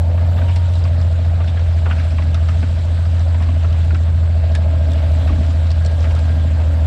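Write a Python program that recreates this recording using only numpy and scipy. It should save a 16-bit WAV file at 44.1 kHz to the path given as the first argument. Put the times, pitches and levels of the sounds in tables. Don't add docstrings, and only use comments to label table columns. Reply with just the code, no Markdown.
import sys
import numpy as np
from scipy import signal
from scipy.io import wavfile
from scipy.ndimage import uniform_filter1d, minimum_filter1d

SR = 44100
rng = np.random.default_rng(int(sys.argv[2]) if len(sys.argv) > 2 else 0)


def int16_out(signal):
    q = np.round(np.clip(np.atleast_2d(signal).T, -1, 1) * 32767)
    wavfile.write(sys.argv[1], SR, q.astype(np.int16))


def magnitude_from_level(level_db):
    exponent = np.asarray(level_db, float) / 20
    return 10 ** exponent


N = 302526
TIME = np.arange(N) / SR


def evened(x):
    return x / np.sqrt(np.mean(x ** 2) + 1e-20)


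def curves(rows):
    s, *columns = np.transpose(rows)
    return [np.interp(TIME, s, c) for c in columns]


def bumps(rows):
    s, length, db = np.transpose(rows)[..., None]
    t = TIME[::128]
    shape = np.cos(np.pi * np.clip((t - s) / length, -.5, .5)) ** 2
    return np.interp(TIME, t, (db * shape).sum(0))


def read(points, hz):
    f, value = np.transpose(points)
    return np.interp(np.log(hz + 1), np.log(f + 1), value)


def resonate(x, hz, width):
    return signal.lfilter(*signal.iirpeak(hz, hz / width, SR), x)


def band(x, lo_hz, hi_hz):
    return signal.sosfilt(signal.butter(4, [lo_hz, hi_hz], "bandpass", fs=SR, output="sos"), x)


def drift(per_s):
    t = TIME[::128]
    hz = np.geomspace(per_s / 12, per_s, num=16)[:, None]
    waves = np.sin(2 * np.pi * (hz * t + rng.random(hz.shape))).sum(0)
    return np.interp(TIME, t, evened(waves))


def noise(colour, size, patchy_db, flicker_db):
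    frames, hz = 4 * N // size + 5, np.fft.rfftfreq(size, 1 / SR)
    a, b, patches, flicker = rng.standard_normal((frames, len(hz), 4), np.float32).T
    patches = evened(uniform_filter1d(uniform_filter1d(patches, size=6, axis=0), size=16, axis=1))
    flicker = evened(uniform_filter1d(flicker, size=60, axis=0))
    level_db = read(colour, hz)[:, None] + patchy_db * patches + flicker_db * flicker
    z = (a + 1j * b) * magnitude_from_level(level_db)
    return evened(signal.istft(z, nperseg=size, noverlap=3 * size // 4)[1][:N])


def sparse_blows(per_s, spread_db):
    sizes = magnitude_from_level(spread_db * np.minimum(rng.exponential(1, N), 4))
    return sizes * (rng.random(N) < per_s / SR) * rng.choice([-1, 1], N)


# time in seconds, speed in rpm.
SPEED = [(0.0, 1678.8), (0.5, 1754.3), (0.95, 1704.8), (1.11, 1687.3), (1.53, 1692.5), (1.92, 1647.1),
         (2.36, 1633.2), (2.58, 1672.9), (3.05, 1683.1), (3.91, 1639.7), (4.22, 1656.7), (4.38, 1641.6),
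         (4.92, 1594.8), (5.33, 1607.0), (5.69, 1630.2), (6.17, 1619.0), (6.34, 1609.5), (6.86, 1596.0)]


def engine_cycle():
    return .0063 + np.cumsum(curves(SPEED)[0] / 120) / SR


# strength in dB, lag from the manifold length in firing periods.
CYLINDERS = [(.6, -.011), (.8, -.037), (.6, -.029), (0, 0), (-1.3, .048), (-.9, .044)]
# multiple of the engine cycle, level in dB rms.
ORDER_DB = [(1, -57), (2, -51), (3, -79), (9, -38.5), (10, -36.5), (11, -40.5), (12, -47.5), (13, -43),
            (14, -50.5), (15, -49), (16, -69), (17, -46.5), (18, -49.5), (19, -74)]
# middle in seconds, length in seconds, change in dB.
SAGS = [
    (1.52, 0.44, -1.8),
    (2.08, 0.6, -1.6),
    (2.82, 0.71, -2),
    (5.42, .25, -1.5),
]


def exhaust(cycle):
    count = len(CYLINDERS)
    smooth = signal.resample(np.array(CYLINDERS), 32 * count).T
    strength_db, lag = (np.interp(cycle, np.arange(len(c)) / len(c), c, period=1) for c in smooth)
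    boom_db = -13 + bumps(SAGS) + strength_db + 0.059 * drift(29)
    boom = magnitude_from_level(boom_db) * np.cos(2 * np.pi * (count * cycle + lag))
    orders = sum(magnitude_from_level(db) * np.cos(2 * np.pi * (k * cycle + rng.random())) for k, db in ORDER_DB)
    return np.sqrt(2) * (boom + magnitude_from_level(1.3 * drift(4.2)) * orders)


# place as a share of the cycle, level in dB.
KNOCKS = [(.035, 0), (.197, -10), (.357, -6.5), (.438, -9), (.596, -7.5), (.752, -16), (.826, -3.5),
          (.972, -6)]
# frequency in Hz, width in Hz, level in dB.
BLOCK = [(585.6, 95, -3), (633, 82, 0), (443, 44, -8.5)]


def block(cycle, bite_db):
    blows = np.zeros(N)
    chance = rng.standard_normal((int(cycle[-1]) + 1, len(KNOCKS), 2))
    for k, (place, db) in enumerate(KNOCKS):
        at = np.searchsorted(cycle, np.arange(len(chance)) + place + .0015 * chance[:, k, 0])
        blows[np.minimum(at, N - 1)] += magnitude_from_level(db + 1.4 * chance[:, k, 1])
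    drive = evened(blows) + .18 * rng.standard_normal(N)
    ring = sum(magnitude_from_level(db) * resonate(resonate(drive, hz, w), hz, w) for hz, w, db in BLOCK)
    return magnitude_from_level(-34.5 + 0.77 * bite_db - 4.0) * evened(ring)


# multiple of the engine cycle, frequency in Hz of the panel it excites,
# width in Hz, level in dB on resonance.
GEARS = [(20.7, 277.3, 4.5, -43.5), (64.6, 941, 22, -46), (120, 1618, 55, -51), (112, 1540, 60, -60)]
# middle in seconds, length in seconds, change of whine in dB.
MESH = [
    (.58, 0.44, 3),
    (4.65, .35, -3.5),
    (5.0, .4, 3),
    (5.35, 0.91, -10),
    (5.9, 0.53, 3),
    (6.35, 0.51, 3),
    (6.85, .3, -4),
]


def gears(cycle):
    rate = np.gradient(cycle) * SR
    whine = 0
    for k, hz, width, db in GEARS:
        off_resonance = 1 + (2 * (k * rate - hz) / width) ** 2
        tone = np.sqrt(2) * np.cos(2 * np.pi * k * cycle)
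        whine = whine + magnitude_from_level(db + 2.2 * drift(40)) * tone / off_resonance
    return magnitude_from_level(bumps(MESH)) * whine


# frequency in Hz, level in dB per Hz.
SHAKE = [(15, -26.5), (30, -21), (50, -6), (62, 5.5), (72, -4), (125, -4), (170, -33.5), (250, -46),
         (500, -100)]
# frequency in Hz, level in dB per Hz.
DRUMMING = [(50, -70), (100, -19), (150, -1), (200, -0.5), (250, 3.5), (300, -8), (370, -18.5),
            (600, -39.5), (1500, -89.5)]
# middle in seconds, length in seconds, change of drumming in dB.
LEANS = [
    (.6, 0.34, -11),
    (1.08, 0.35, -11.5),
    (1.68, 0.37, -13.5),
    (2.2, 0.51, 6.5),
    (2.8, .25, 2),
    (4.2, 0.99, -5),
    (5.05, 0.47, 2.5),
    (5.5, 0.8, 5.5),
    (6.3, 0.94, 6.5),
    (6.75, 0.35, 5.5),
]
# time in seconds, peak in dB, ring in Hz, treble in dB.
THUDS = [
    (1.401, -32, 213, 6),
    (1.864, -26, 223, 6.5),
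    (2.628, -20.5, 193, -8),
    (3.487, -19.5, 206, -16),
    (3.925, -19.5, 238, -15),
    (5.305, -17.5, 260, -11),
    (5.381, -27, 250, 0),
    (5.406, -21.5, 240, -16),
    (6.068, -30.5, 180, -16),
]


def frame(bite_db):
    shake = noise(SHAKE, size=2048, patchy_db=1.2, flicker_db=1.2)
    drumming = noise(DRUMMING, size=1024, patchy_db=1.2, flicker_db=1.5)
    jolt_s = 0.051
    jolts = sum(magnitude_from_level(db) * np.exp(-abs(TIME - s) / jolt_s) for s, db, *_ in THUDS)
    shake_gain = magnitude_from_level(-30.5 + 2 * drift(2.8)) + magnitude_from_level(-10.5) * jolts
    drum_gain = magnitude_from_level(-37 + 0.75 * bite_db - 3.0 + bumps(LEANS)) + magnitude_from_level(-20) * jolts
    return shake_gain * shake + drum_gain * drumming


# frequency in Hz, level in dB per Hz.
ROAR = [(180, -48.5), (300, -10.5), (400, -12.5), (640, -8.5), (1050, -15.5), (1600, -14.5), (1870, -18.5),
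        (3940, -22.5), (6570, -37.5), (7500, -34), (8500, -39), (11100, -51), (13100, -65.5), (15500, -84)]
# time in seconds, dB about the mean.
STUBBLE = [(0, -2), (.3, -1), (.45, 2), (1.4, -0.5), (2.05, 3), (2.3, 0), (2.55, 3), (3.2, 1.5), (3.4, 0.5),
           (3.8, 1.7), (4.2, -1), (4.4, -.6), (4.7, -0.5), (5.3, 3.5), (5.55, 2.5), (5.7, 1.5), (6.1, 3),
           (6.86, 0)]
# middle in seconds, length in seconds, lift of the fizz in dB.
BUNCHES = [(.1, .5, 8.5), (.37, .5, 14), (.73, .3, 4.5), (1.3, .5, 4), (4.15, 0.37, -0.5), (4.53, .2, 8.5),
           (5.0, .6, 9), (5.25, 0.45, 10.5), (6.05, 0.61, 7), (6.4, 0.55, 7), (6.75, 0.55, 9)]


def soil(bite_db):
    stubble_db = curves(STUBBLE)[0]
    rush = noise(ROAR, size=256, patchy_db=1.88, flicker_db=0.97)
    crumbs = signal.lfilter([1], [1, -.7], sparse_blows(per_s=500, spread_db=5.5))
    rush = rush + magnitude_from_level(-22.5) * evened(band(crumbs, 960, 5000))
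    dull = signal.sosfiltfilt(signal.butter(2, 3000, fs=SR, output="sos"), rush)
    scrape = rush - dull
    fizz = evened(band(rng.standard_normal(N) * magnitude_from_level(1.9 * drift(60)), 11200, 14400))
    rush_db = -41 + .2 * bite_db + .4 * stubble_db + 1.5
    scrape_db = -46.5 + stubble_db + 8.5
    fizz_db = -81 + bumps(BUNCHES) + 2.0
    return magnitude_from_level(rush_db) * dull + magnitude_from_level(scrape_db) * scrape + magnitude_from_level(fizz_db) * fizz


# middle in seconds, length in seconds, lift in dB.
HEAVY = [
    (0, 0.51, 11.5),
    (.3, 0.54, 6),
    (3.88, .3, 6),
    (5.2, 1, 3),
    (5.6, 0.48, 4.5),
    (6.06, 0.72, 12),
    (6.75, 1, 8.5),
]


def share(bite_db):
    slips = sparse_blows(per_s=1500, spread_db=3.5)
    board = sum(resonate(resonate(slips, hz, 75), hz, 75) for hz in (538, 583))
    board = board + magnitude_from_level(-10) * band(slips, 690, 930)
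    return magnitude_from_level(-44 + 0.81 * bite_db + bumps(HEAVY) - 2.0) * evened(board)


def hits(rows, ring_width, body_hz, treble_hz, rise_s, t60, lift_db, crack_db):
    out, t = np.zeros(N + 4096), np.arange(4096) / SR
    crack_t60 = 0.0059
    decay = magnitude_from_level(-60 * t / t60) + magnitude_from_level(crack_db - 60 * t / crack_t60)
    envelope = decay * (1 - np.exp(-t / rise_s))
    for s, db, hz, treble_db in rows:
        burst = rng.standard_normal(len(t)) * envelope
        mode = resonate(resonate(burst, hz, ring_width), hz, ring_width)
        low = evened(mode) + evened(band(burst, *body_hz))
        high = band(burst, *treble_hz)
        sound = low / abs(low).max() + magnitude_from_level(treble_db) * high / abs(high).max()
        out[round((s - rise_s) * SR):][:len(t)] += magnitude_from_level(db + lift_db) * sound
    return out[:N]


# time in seconds, peak in dB, ring in Hz, treble in dB.
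CLANKS = [(0.179, -27, 1220, -33), (0.385, -23, 1310, -24), (0.4165, -24, 1520, -24),
          (0.562, -27.5, 910, 0), (0.852, -24, 1110, -20), (1.4068, -24.5, 1180, -26),
          (1.4398, -27.5, 1495, -11), (1.5727, -26.5, 1640, -25), (1.5938, -28.5, 1404, -6),
          (1.859, -21.5, 1410, -28), (1.912, -14.5, 1430, -22), (2.1849, -20.5, 1060, -18),
          (2.223, -26, 1980, -7), (2.3473, -23, 1350, -10), (2.488, -22, 1300, -9),
          (2.6306, -22.5, 1460, -16), (3.0546, -31, 1210, -9), (3.345, -25, 940, -26),
          (3.4876, -23.5, 1080, -24), (3.647, -23, 1300, -20), (3.9075, -22.5, 1480, -27),
          (3.949, -23, 1390, -14), (4.5511, -20, 1685, -7), (5.2908, -22, 1160, -16),
          (5.507, -30, 1170, -2), (5.7156, -29, 990, -17), (6.0432, -23.5, 1270, -13),
          (6.108, -27, 997, -10), (6.1613, -26.5, 1350, -19), (6.597, -30, 915, -23)]
# time in seconds, peak in dB, ring in Hz, treble in dB.
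SCRAPES = [(0.487, -22, 920, -11), (1.478, -24, 3600, -8), (1.862, -24, 1250, -22),
           (1.902, -20.5, 1110, -15), (1.9656, -27, 1480, -19), (1.984, -26, 2200, -15),
           (1.999, -22, 1480, -11), (2.107, -30, 2100, -1), (3.405, -23, 1000, -22), (3.425, -26, 1750, -8),
           (4.9782, -26, 1100, -11), (5.2762, -22, 1270, -12), (5.281, -30, 1160, -5),
           (6.028, -33, 1060, 5)]


def clods():
    return (hits(CLANKS, 240, (600, 2800), (2600, 5500), .003, 0.059, -2.2, -3)
            + hits(SCRAPES, 550, (600, 2800), (2600, 5500), .005, 0.1, -4.8, -13))


# time in seconds, peak in dB, ring in Hz, treble in dB.
SNAPS = [(0.5601, -28, 4220, -10), (0.7362, -30, 3930, -15), (0.7552, -27, 3930, -15),
         (0.8395, -28.5, 4700, -23), (1.0141, -31, 4800, -15), (2.2209, -38, 3470, -23),
         (2.3136, -37, 3660, -16), (2.3445, -19, 3720, -15.5), (2.4867, -34, 3220, -23),
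         (3.1946, -29.5, 3800, -25), (3.4236, -35.5, 3100, -7), (3.7274, -30, 3050, -24),
         (3.8477, -38, 3960, -4), (3.9459, -30, 4000, -24), (4.0357, -33, 4000, -18),
         (4.5191, -32, 3860, -16), (4.5516, -22, 3800, -4.5), (4.9182, -27.5, 3670, -10),
         (5.1173, -29, 4170, -13), (5.465, -29.5, 3560, -22), (5.6695, -31, 3700, -16),
         (5.7158, -23, 4620, -16), (6.0062, -27, 3220, -16)]
# time in seconds, peak in dB, ring in Hz, treble in dB.
TICKS = [
    (0.7624, -32, 3940, -19),
    (4.934, -26.5, 3640, -11),
    (5.7048, -23.5, 4280, -22),
    (5.849, -27, 4560, -6),
    (5.8612, -21, 4180, -11),
    (5.915, -33, 3000, -14),
    (6.1514, -29.5, 3800, -6),
    (6.1914, -32.5, 4190, -3),
]


def straw():
    return (hits(SNAPS, 390, (3000, 6000), (6800, 9800), 0.0004, 0.065, -2.8, 14)
            + hits(TICKS, 520, (3000, 6000), (6800, 8800), 0.00049, 0.04, -4.5, 9.6))


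def stones():
    return hits(THUDS, 100, (150, 340), (420, 1100), .003, 0.078, -3.0, -9)


# time in seconds, dB about the mean pull.
BITE = [(0, 0), (.42, 4.5), (.56, -2), (1.25, 1.5), (1.7, -2), (1.9, 1), (2.1, -2), (3.0, -3), (3.4, 0.5),
        (4.1, -5.5), (4.45, 3.5), (5.25, 4.5), (5.5, -1), (5.8, 0), (6.08, -2.5), (6.3, -0.5), (6.86, 0.5)]


def scene():
    cycle = engine_cycle()
    bite_db = curves(BITE)[0]
    engine = exhaust(cycle) + block(cycle, bite_db) + gears(cycle)
    plough = frame(bite_db) + soil(bite_db) + share(bite_db)
    return (engine + plough + clods() + straw() + stones())[None]


def roll_off(x):
    return signal.sosfilt(signal.butter(12, 15710, fs=SR, output="sos"), x)


# frequency in Hz, width in Hz, lift in dB.
HOUSING = [(7750, 1300, 3), (8980, 350, -9), (9550, 500, 3), (10200, 600, -8), (10950, 700, 5)]


def record(dry):
    wet = dry + sum((magnitude_from_level(db) - 1) * resonate(dry, hz, w) for hz, w, db in HOUSING)
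    room_left = np.minimum(magnitude_from_level(-6.7) / (abs(wet) + 1e-9), 1)
    gain = uniform_filter1d(minimum_filter1d(room_left, size=800), size=500)
    mix = gain * wet + .0019
    return roll_off(mix)


dry = scene()
out = record(dry)
int16_out(out)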